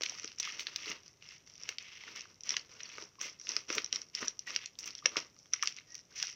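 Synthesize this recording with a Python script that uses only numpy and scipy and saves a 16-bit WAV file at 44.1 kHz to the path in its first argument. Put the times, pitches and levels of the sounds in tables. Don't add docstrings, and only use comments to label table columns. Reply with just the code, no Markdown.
import sys
import numpy as np
from scipy import signal
from scipy.fft import rfft, irfft
from scipy.io import wavfile
from scipy.ndimage import uniform_filter1d

SR = 44100
rng = np.random.default_rng(int(sys.argv[2]) if len(sys.argv) > 2 else 0)


def dump(signal):
    limited = np.clip(np.atleast_2d(signal).T, -1, 1)
    pcm = np.round(limited * 32767).astype(np.int16)
    wavfile.write(sys.argv[1], SR, pcm)


N = 280035
TIME = np.arange(N) / SR


def undb(db):
    return 10 ** (np.asarray(db) / 20)


def response(points, size=2048):
    hz, db = np.transpose(points)
    grid_hz = np.maximum(np.arange(size // 2 + 1) * SR / size, 1)
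    gain = undb(np.interp(np.log(grid_hz), np.log(hz), db))
    cepstrum = irfft(np.log(gain))
    cepstrum[1:size // 2] *= 2
    cepstrum[size // 2 + 1:] = 0
    return irfft(np.exp(rfft(cepstrum)))


def ring(x, impulse):
    return signal.fftconvolve(x, impulse)[:len(x)]


def coloured_noise(impulse):
    noise = ring(rng.standard_normal(N), impulse)
    return noise / np.sqrt(np.mean(noise ** 2))


def decay(t, t60_s):
    return np.exp(-np.log(1000) * t / t60_s)


def add(out, start_s, sound):
    i = int(np.clip(start_s * SR, 0, N - 1))
    out[i:i + len(sound)] += sound[:N - i]


def flicker(rate_hz):
    knots = rng.standard_normal(4096)
    return np.tanh(np.interp(TIME * rate_hz, np.arange(len(knots)), knots) * np.sqrt(1.5))


# freq_hz, gain_db
BACKGROUND_EQ = [(25, -16), (55, -3), (100, 1.5), (150, 2), (220, -4.5), (400, -6), (800, -15),
                 (2000, -22.5), (5000, -23.5), (9500, -8), (15300, -10.5), (16500, -35)]
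def background():
    return undb(-63) * coloured_noise(response(BACKGROUND_EQ))


# start_s, length_s, crackle_db, scrape_db, rub_db, swell_db
STROKES = [(0.005, .3, -50, -53, -65.5, -9), (0.373, 0.037, -52, -53, -80, 0),
           (0.418, 0.068, -51, -42, -66, 1.5), (0.5, 0.11, -54.5, -51, -62.5, 4.5),
           (0.651, 0.16, -59, -54, -65.5, -7), (0.763, 0.12, -51.5, -49.5, -68, 13),
           (0.861, 0.055, -60, -50, -58, 9.5), (1.013, 0.053, -64, -70, -79, 13),
           (1.205, 0.13, -59, -59, -78, 9.5), (1.454, 0.22, -62.5, -68, -79, -2),
           (1.588, 0.12, -60, -56, -68, 9), (1.781, 0.32, -69, -53.5, -76, 1.5),
           (2.05, 0.074, -61.5, -55.5, -62.5, 0), (2.139, 0.049, -53, -47.5, -63.5, 1.5),
           (2.266, 0.042, -63, -66, -71, 2), (2.437, 0.09, -47, -50, -62.5, 9.5),
           (2.557, 0.023, -52, -50.5, -60, -0.5), (2.68, .09, -59, -60.5, -67.5, 1.5),
           (2.782, .18, -57, -54.5, -67.5, 3.5), (2.959, 0.069, -51.5, -56.5, -58.5, 0),
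           (3.189, 0.07, -46, -46, -59, 4.5), (3.385, 0.067, -54, -72, -76.5, 16),
           (3.474, 0.12, -46, -48, -58.5, -8), (3.678, 0.1, -42.5, -44, -51.5, 3),
           (3.86, 0.078, -62, -63.5, -76, 9), (3.918, 0.071, -45, -51.5, -58.5, -6),
           (4.131, 0.051, -49, -50, -70.5, 9), (4.197, 0.057, -43, -45.5, -50.5, -5),
           (4.388, 0.061, -73, -70, -87, 2), (4.46, 0.097, -47, -47, -59, -2.5),
           (4.601, 0.038, -63, -50, -92, -6), (4.777, 0.1, -55.5, -55.5, -68, 16),
           (4.955, 0.026, -55, -65, -91, 9), (5.032, 0.17, -63, -54.5, -58.5, -1.5),
           (5.163, 0.029, -34, -35, -41, -25), (5.366, 0.16, -63.5, -96, -92, -6),
           (5.518, 0.081, -63, -56, -76, -2), (5.607, 0.081, -47.5, -51.5, -67, 3),
           (5.749, 0.025, -60, -55.5, -75, 2.5), (5.861, 0.1, -58, -68.5, -78, 5),
           (6.086, 0.069, -60.5, -65.5, -76, 7), (6.151, 0.15, -43, -49.5, -71, -5.5)]
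# crackle_db, scrape_db, rub_db
HOLDING_DB = [-86.5, -77, -84.5]
# crackle_db_per_s, scrape_db_per_s, rub_db_per_s
RELEASE_DB_PER_S = [241, 235, 215]
def stroke_envelope(layer, attack_s=0.018):
    power = np.full(N, undb(HOLDING_DB[layer]) ** 2)
    t = TIME[:SR]
    attack = np.minimum(t / attack_s, 1)
    for start_s, length_s, *levels_db, swell_db in STROKES:
        held_db = levels_db[layer] + swell_db * (np.minimum(t / length_s, 1) - 0.5)
        release_db = RELEASE_DB_PER_S[layer] * np.maximum(t - length_s, 0)
        add(power, start_s, (attack * undb(held_db - release_db)) ** 2)
    return 10 * np.log10(power)


def friction(eq, level_db, per_s, spread_db, catch_db, catch_hz):
    happens = rng.random(N) < per_s / SR
    sizes = undb(spread_db * np.minimum(rng.exponential(size=N), 4))
    slips = happens * sizes * rng.choice([-1, 1], N) * undb(catch_db * flicker(catch_hz))
    sound = ring(slips, response(eq))
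    power = uniform_filter1d(sound ** 2, int(0.06 * SR))
    return sound / np.sqrt(power + 1e-3 * np.mean(sound ** 2)) * undb(level_db)


def unit_hit(sound):
    return sound * np.sqrt(0.002 * SR / np.sum(sound ** 2))


def stray_ticks(eq, level_db, per_s, spread_db, scatter_db, hop=64):
    out = np.zeros(N)
    hz, db = np.transpose(eq)
    happens = rng.random(N // hop) < per_s * hop / SR
    chance = rng.standard_normal((len(happens), len(hz) + 1))
    for slot in np.flatnonzero(happens):
        colour = np.column_stack([hz, db + scatter_db * chance[slot, 1:]])
        tick_db = level_db[slot * hop] + spread_db * np.tanh(chance[slot, 0])
        add(out, slot * hop / SR, undb(tick_db) * unit_hit(response(colour, size=256)))
    return out


# freq_hz, gain_db
CREASE_EQ = [(1000, -55.5), (2800, -18), (4200, 5), (5500, 10.5), (7000, 4.5), (16000, -20)]
def wrinkle_crackle(crackle_db):
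    per_s = 650 * undb(0.83 * (crackle_db + 54.5))
    crackle = friction(CREASE_EQ, crackle_db - 11, per_s, spread_db=-1.5, catch_db=-2.5, catch_hz=100)
    strays = stray_ticks(CREASE_EQ, 0.55 * crackle_db - 27.5, per_s=45, spread_db=4, scatter_db=6.5)
    return crackle + strays


# freq_hz, gain_db
FILM_EQ = [(300, -22), (750, -13.5), (1250, 3), (1600, -3.5), (2100, -0.5), (2800, -2), (3300, -4.5),
           (4500, 1.5), (6000, -9.5), (16000, -3.5)]
# freq_hz, gain_db
BLADE_EQ = [(400, -45), (800, -24.5), (1200, -26.5), (1650, -12), (2130, -1), (2350, -5.5), (2650, -1.5),
            (2950, -4), (3300, -7.5), (4100, -14), (4600, -15), (6000, -19), (16000, -25)]
def blade_scrape(scrape_db, rub_db):
    strays = stray_ticks(FILM_EQ, 0.58 * scrape_db - 26, per_s=18, spread_db=16, scatter_db=-11.5)
    rasp = friction(BLADE_EQ, scrape_db - 0.5, per_s=1500, spread_db=2, catch_db=3.5, catch_hz=70)
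    crinkle = friction(FILM_EQ, scrape_db - 0.5, per_s=700, spread_db=1, catch_db=7, catch_hz=90)
    drag = 1 / (1 + undb(scrape_db - rub_db - 10.5))
    return strays + np.sqrt(1 - drag) * rasp + np.sqrt(drag) * crinkle


# freq_hz, gain_db
POUCH_EQ = [(60, -19), (150, -7), (240, -2.5), (330, -1.5), (450, 0.5), (520, -3.5), (600, -1.5),
            (750, -12), (950, -5.5), (1250, -3.5), (1600, -7), (2500, -13), (6000, -45.5)]
def pouch_rub(rub_db):
    return friction(POUCH_EQ, rub_db + 0.5, per_s=700, spread_db=2.5, catch_db=-1.5, catch_hz=26)


def snap(eq, pitch_hz, focus_db, settle_s, chatter, size=1024):
    hz, db = np.transpose(eq)
    colour_db = db - focus_db * np.minimum(np.log2(hz / pitch_hz) ** 2, 2)
    force = chatter * rng.standard_normal(size) * np.exp(-(TIME[:size] / settle_s) ** 2)
    force[0] += 1
    return unit_hit(ring(force, response(np.column_stack([hz, colour_db]), size)))


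def crease_snap(tick_db, film_db, pitch_hz):
    tick = snap(CREASE_EQ, pitch_hz=5550, focus_db=5.5, settle_s=0.0011, chatter=0.47)
    film = snap(FILM_EQ, pitch_hz, focus_db=11.5, settle_s=0.0029, chatter=0.12)
    return undb(tick_db - 5.5) * tick + undb(film_db - 2.43) * film


# start_s, tick_db, film_db, pitch_hz
BIG_SNAPS = [(0.0097, -43, -38, 2000), (0.0194, -34.5, -33, 3020), (0.0343, -32, -24.5, 3100),
             (0.062, -45, -27.5, 2770), (0.096, -31.5, -38, 3600), (0.197, -39, -42, 2720),
             (0.2444, -35.5, -39, 2170), (0.2766, -48, -38, 3760), (0.3852, -35, -60, 3100),
             (0.399, -28, -32, 3730), (0.406, -34, -62, 3300), (0.429, -31, -37, 3020),
             (0.595, -49, -30, 2760), (0.606, -45, -32.5, 3100), (0.669, -63, -27, 2900),
             (0.7605, -30.5, -29, 3570), (0.9157, -56, -31, 2330), (0.927, -61, -45, 2600),
             (1.061, -52, -60, 2600), (1.5548, -50, -53, 4100), (1.6344, -37.5, -47, 3000),
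             (1.6905, -30.5, -28, 2550), (1.7843, -49, -30.5, 3570), (2.0784, -57, -40.5, 1680),
             (2.1604, -43, -43, 3000), (2.2078, -38, -44, 3100), (2.4071, -46, -50.5, 4000),
             (2.435, -39, -50.5, 3900), (2.492, -26.5, -34.5, 3100), (2.5056, -27.5, -30.5, 2700),
             (2.5412, -53, -32.5, 2400), (2.5671, -25, -22.5, 2760), (2.805, -49, -37.5, 2600),
             (2.8326, -38, -49, 3400), (2.9825, -55, -36.5, 1560), (3.0233, -45, -41.5, 3260),
             (3.213, -33.5, -35, 2300), (3.398, -45.5, -61, 2400), (3.4705, -56, -36, 2730),
             (3.491, -28, -54, 3170), (3.5655, -21.5, -29.5, 2320), (3.7024, -34, -28, 2050),
             (3.7514, -44, -39, 2500), (3.7821, -38, -21, 2380), (3.8443, -31.5, -38.5, 3900),
             (3.8614, -39, -45, 2790), (3.927, -27, -26, 3220), (3.9588, -29.5, -32, 3300),
             (4.017, -36.5, -47.5, 3300), (4.1503, -27.5, -34, 3300), (4.2286, -44, -31, 1420),
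             (4.275, -37, -38.5, 2100), (4.2811, -25.5, -34, 4200), (4.392, -33.5, -41.5, 4040),
             (4.505, -38.5, -36.5, 2080), (4.562, -24.5, -24, 3140), (4.659, -28, -33, 3700),
             (4.7887, -34, -46, 3200), (4.9512, -39, -42, 3300), (5.0567, -27, -19, 2400),
             (5.059, -19, -26, 2600), (5.1584, -68, -31, 1280), (5.1687, -26, -23, 2500),
             (5.535, -22.5, -32.5, 2530), (5.5394, -30.5, -30.5, 2260), (5.626, -26.5, -27, 2570),
             (5.6314, -58, -27, 1660), (5.6578, -34, -38, 2700), (5.6737, -21, -26.5, 2680),
             (5.7647, -41, -54, 3200), (5.7858, -49, -39, 2710), (5.952, -39, -45.5, 3000),
             (6.2266, -23.5, -28.5, 2720)]
def big_snaps():
    out = np.zeros(N)
    for start_s, tick_db, film_db, pitch_hz in BIG_SNAPS:
        add(out, start_s, crease_snap(tick_db, film_db, pitch_hz))
        delay_s, vary_db, octaves = rng.uniform(0, 0.034), rng.uniform(-2.5, 2.5), rng.uniform(-0.5, 0.5)
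        neighbour = crease_snap(tick_db - 24 + vary_db, film_db - 16.5 + vary_db, pitch_hz * 2 ** octaves)
        add(out, start_s + delay_s, neighbour)
    return out


# start_s, level_db, pitch_hz
THUMPS = [(.0097, -44, 514), (0.244, -46, 316), (0.871, -49, 249), (0.898, -45, 212), (1.6911, -52.5, 400),
          (2.983, -47.5, 418), (3.025, -50.5, 475), (3.567, -52, 460), (3.7033, -37, 316),
          (3.7699, -40.5, 420), (3.7812, -44, 328), (4.2264, -38.5, 276), (5.0584, -36.5, 525),
          (5.168, -37, 420)]
def pouch_thumps(trim_db=4):
    out = np.zeros(N)
    for start_s, level_db, pitch_hz in THUMPS:
        thump = snap(POUCH_EQ, pitch_hz, focus_db=9.5, settle_s=0.0083, chatter=0.047)
        add(out, start_s, undb(level_db + trim_db) * thump)
    return out


# start_s, level_db, fade_s
BITES = [(0.034, -31.5, 0.002), (0.402, -29, 0.0012), (0.596, -46, 0.021), (0.761, -33.5, 0.0019),
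         (0.9, -38, 0.0023), (1.691, -38, 0.0025), (3.211, -44, 0.02), (3.751, -35.5, 0.0045),
         (4.151, -40.5, 0.0017), (4.211, -48, 0.0024), (4.469, -50, 0.0046), (4.562, -35.5, 0.00096),
         (4.788, -42.5, 0.011), (4.858, -42, 0.006), (4.875, -37.5, 0.0023), (5.636, -29.5, 0.0011),
         (5.952, -43, 0.0025), (6.227, -30.5, 0.0014)]
def cutting_fizz(crackle_db, trim_db=11.5):
    push_db = 1.3 * np.minimum(crackle_db + 40, 0)
    envelope = undb(-57 + push_db + 7 * flicker(rate_hz=150))
    for start_s, level_db, fade_s in BITES:
        add(envelope, start_s, undb(level_db) * np.exp(-TIME[:SR // 5] / fade_s))
    hiss_eq = [(3000, -46.5), (6000, 9), (9000, 14.5), (12000, 2.5), (15000, 16)]
    return undb(trim_db) * envelope * coloured_noise(response(hiss_eq))


def small_snaps(crackle_db, per_s=15, spread_db=6, hop=512):
    out = np.zeros(N)
    slots_s = TIME[::hop]
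    happens = rng.random(len(slots_s)) < per_s * hop / SR
    for start_s in slots_s[happens]:
        tick_db, film_db = rng.uniform(-spread_db, spread_db, 2) + [-44.5, -52]
        pitch_hz = 2800 * 2 ** rng.uniform(-0.5, 0.5)
        push_db = 0.83 * (crackle_db[int(start_s * SR)] + 52)
        add(out, start_s, undb(push_db) * crease_snap(tick_db, film_db, pitch_hz))
    return out


# start_s, pitch_hz, level_db, t60_s
KNOCKS = [(2.541, 1120, -30, 0.015), (3.185, 1080, -48.5, 0.072), (5.024, 1190, -39.5, 0.022),
          (5.533, 1150, -43, 0.026), (5.63, 1154, -31.5, 0.033)]
def scissor_knocks(contact_s=0.0018):
    out, t = np.zeros(N), TIME[:SR // 5]
    attack = 1 - np.exp(-(t / contact_s) ** 2)
    for start_s, pitch_hz, level_db, t60_s in KNOCKS:
        add(out, start_s, undb(level_db) * attack * np.sin(2 * np.pi * pitch_hz * t) * decay(t, t60_s))
    return out


# peak_s, half_length_s, level_db
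SQUEAKS = [(4.477, 0.0034, -41.5), (5.935, 0.037, -65.5)]
# pitch_hz, t60_s, gain_db
BLADE_MODES = [(1912, 0.048, 16), (5150, 0.038, -4)]
def blade_squeaks():
    bow, t = np.zeros(N), TIME[:SR // 5]
    for peak_s, half_length_s, level_db in SQUEAKS:
        bow += undb(level_db) * np.exp(-0.5 * ((TIME - peak_s) / half_length_s) ** 2)
    steel = sum(undb(db) * np.sin(2 * np.pi * hz * t) * decay(t, t60_s) for hz, t60_s, db in BLADE_MODES)
    return bow * coloured_noise(steel)


def room(x, wet_db, t60_s, predelay_s):
    t = TIME[:SR // 2]
    fade_in = np.clip(t / predelay_s - 1, 0, 1)
    tail = rng.standard_normal(len(t)) * decay(t, t60_s) * fade_in
    return x + undb(wet_db) * ring(x, tail / np.sqrt(np.sum(tail ** 2)))


def scene():
    bed = background()
    crackle_db, scrape_db, rub_db = (stroke_envelope(layer) for layer in range(3))
    texture = wrinkle_crackle(crackle_db) + blade_scrape(scrape_db, rub_db) + pouch_rub(rub_db)
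    hits = big_snaps() + pouch_thumps() + small_snaps(crackle_db)
    scissors = cutting_fizz(crackle_db) + scissor_knocks() + blade_squeaks()
    return (room(texture + hits + scissors, wet_db=-13, t60_s=0.13, predelay_s=0.0023) + bed)[None]


# freq_hz, gain_db
MICROPHONE_EQ = [(30, -3.5), (3500, 1), (4400, -1), (5100, 5.5), (5800, 12), (6300, 4), (6900, -8),
                 (8000, -19), (9500, -27.5), (11500, -27.5), (14000, -21), (15500, -26)]
def record(dry):
    coloured = ring(dry[0], response(MICROPHONE_EQ))[None]
    low_pass = signal.ellip(8, 0.2, 70, 16000, fs=SR, output="sos")
    return signal.sosfilt(low_pass, coloured)


dry = scene()
out = record(dry)
dump(out)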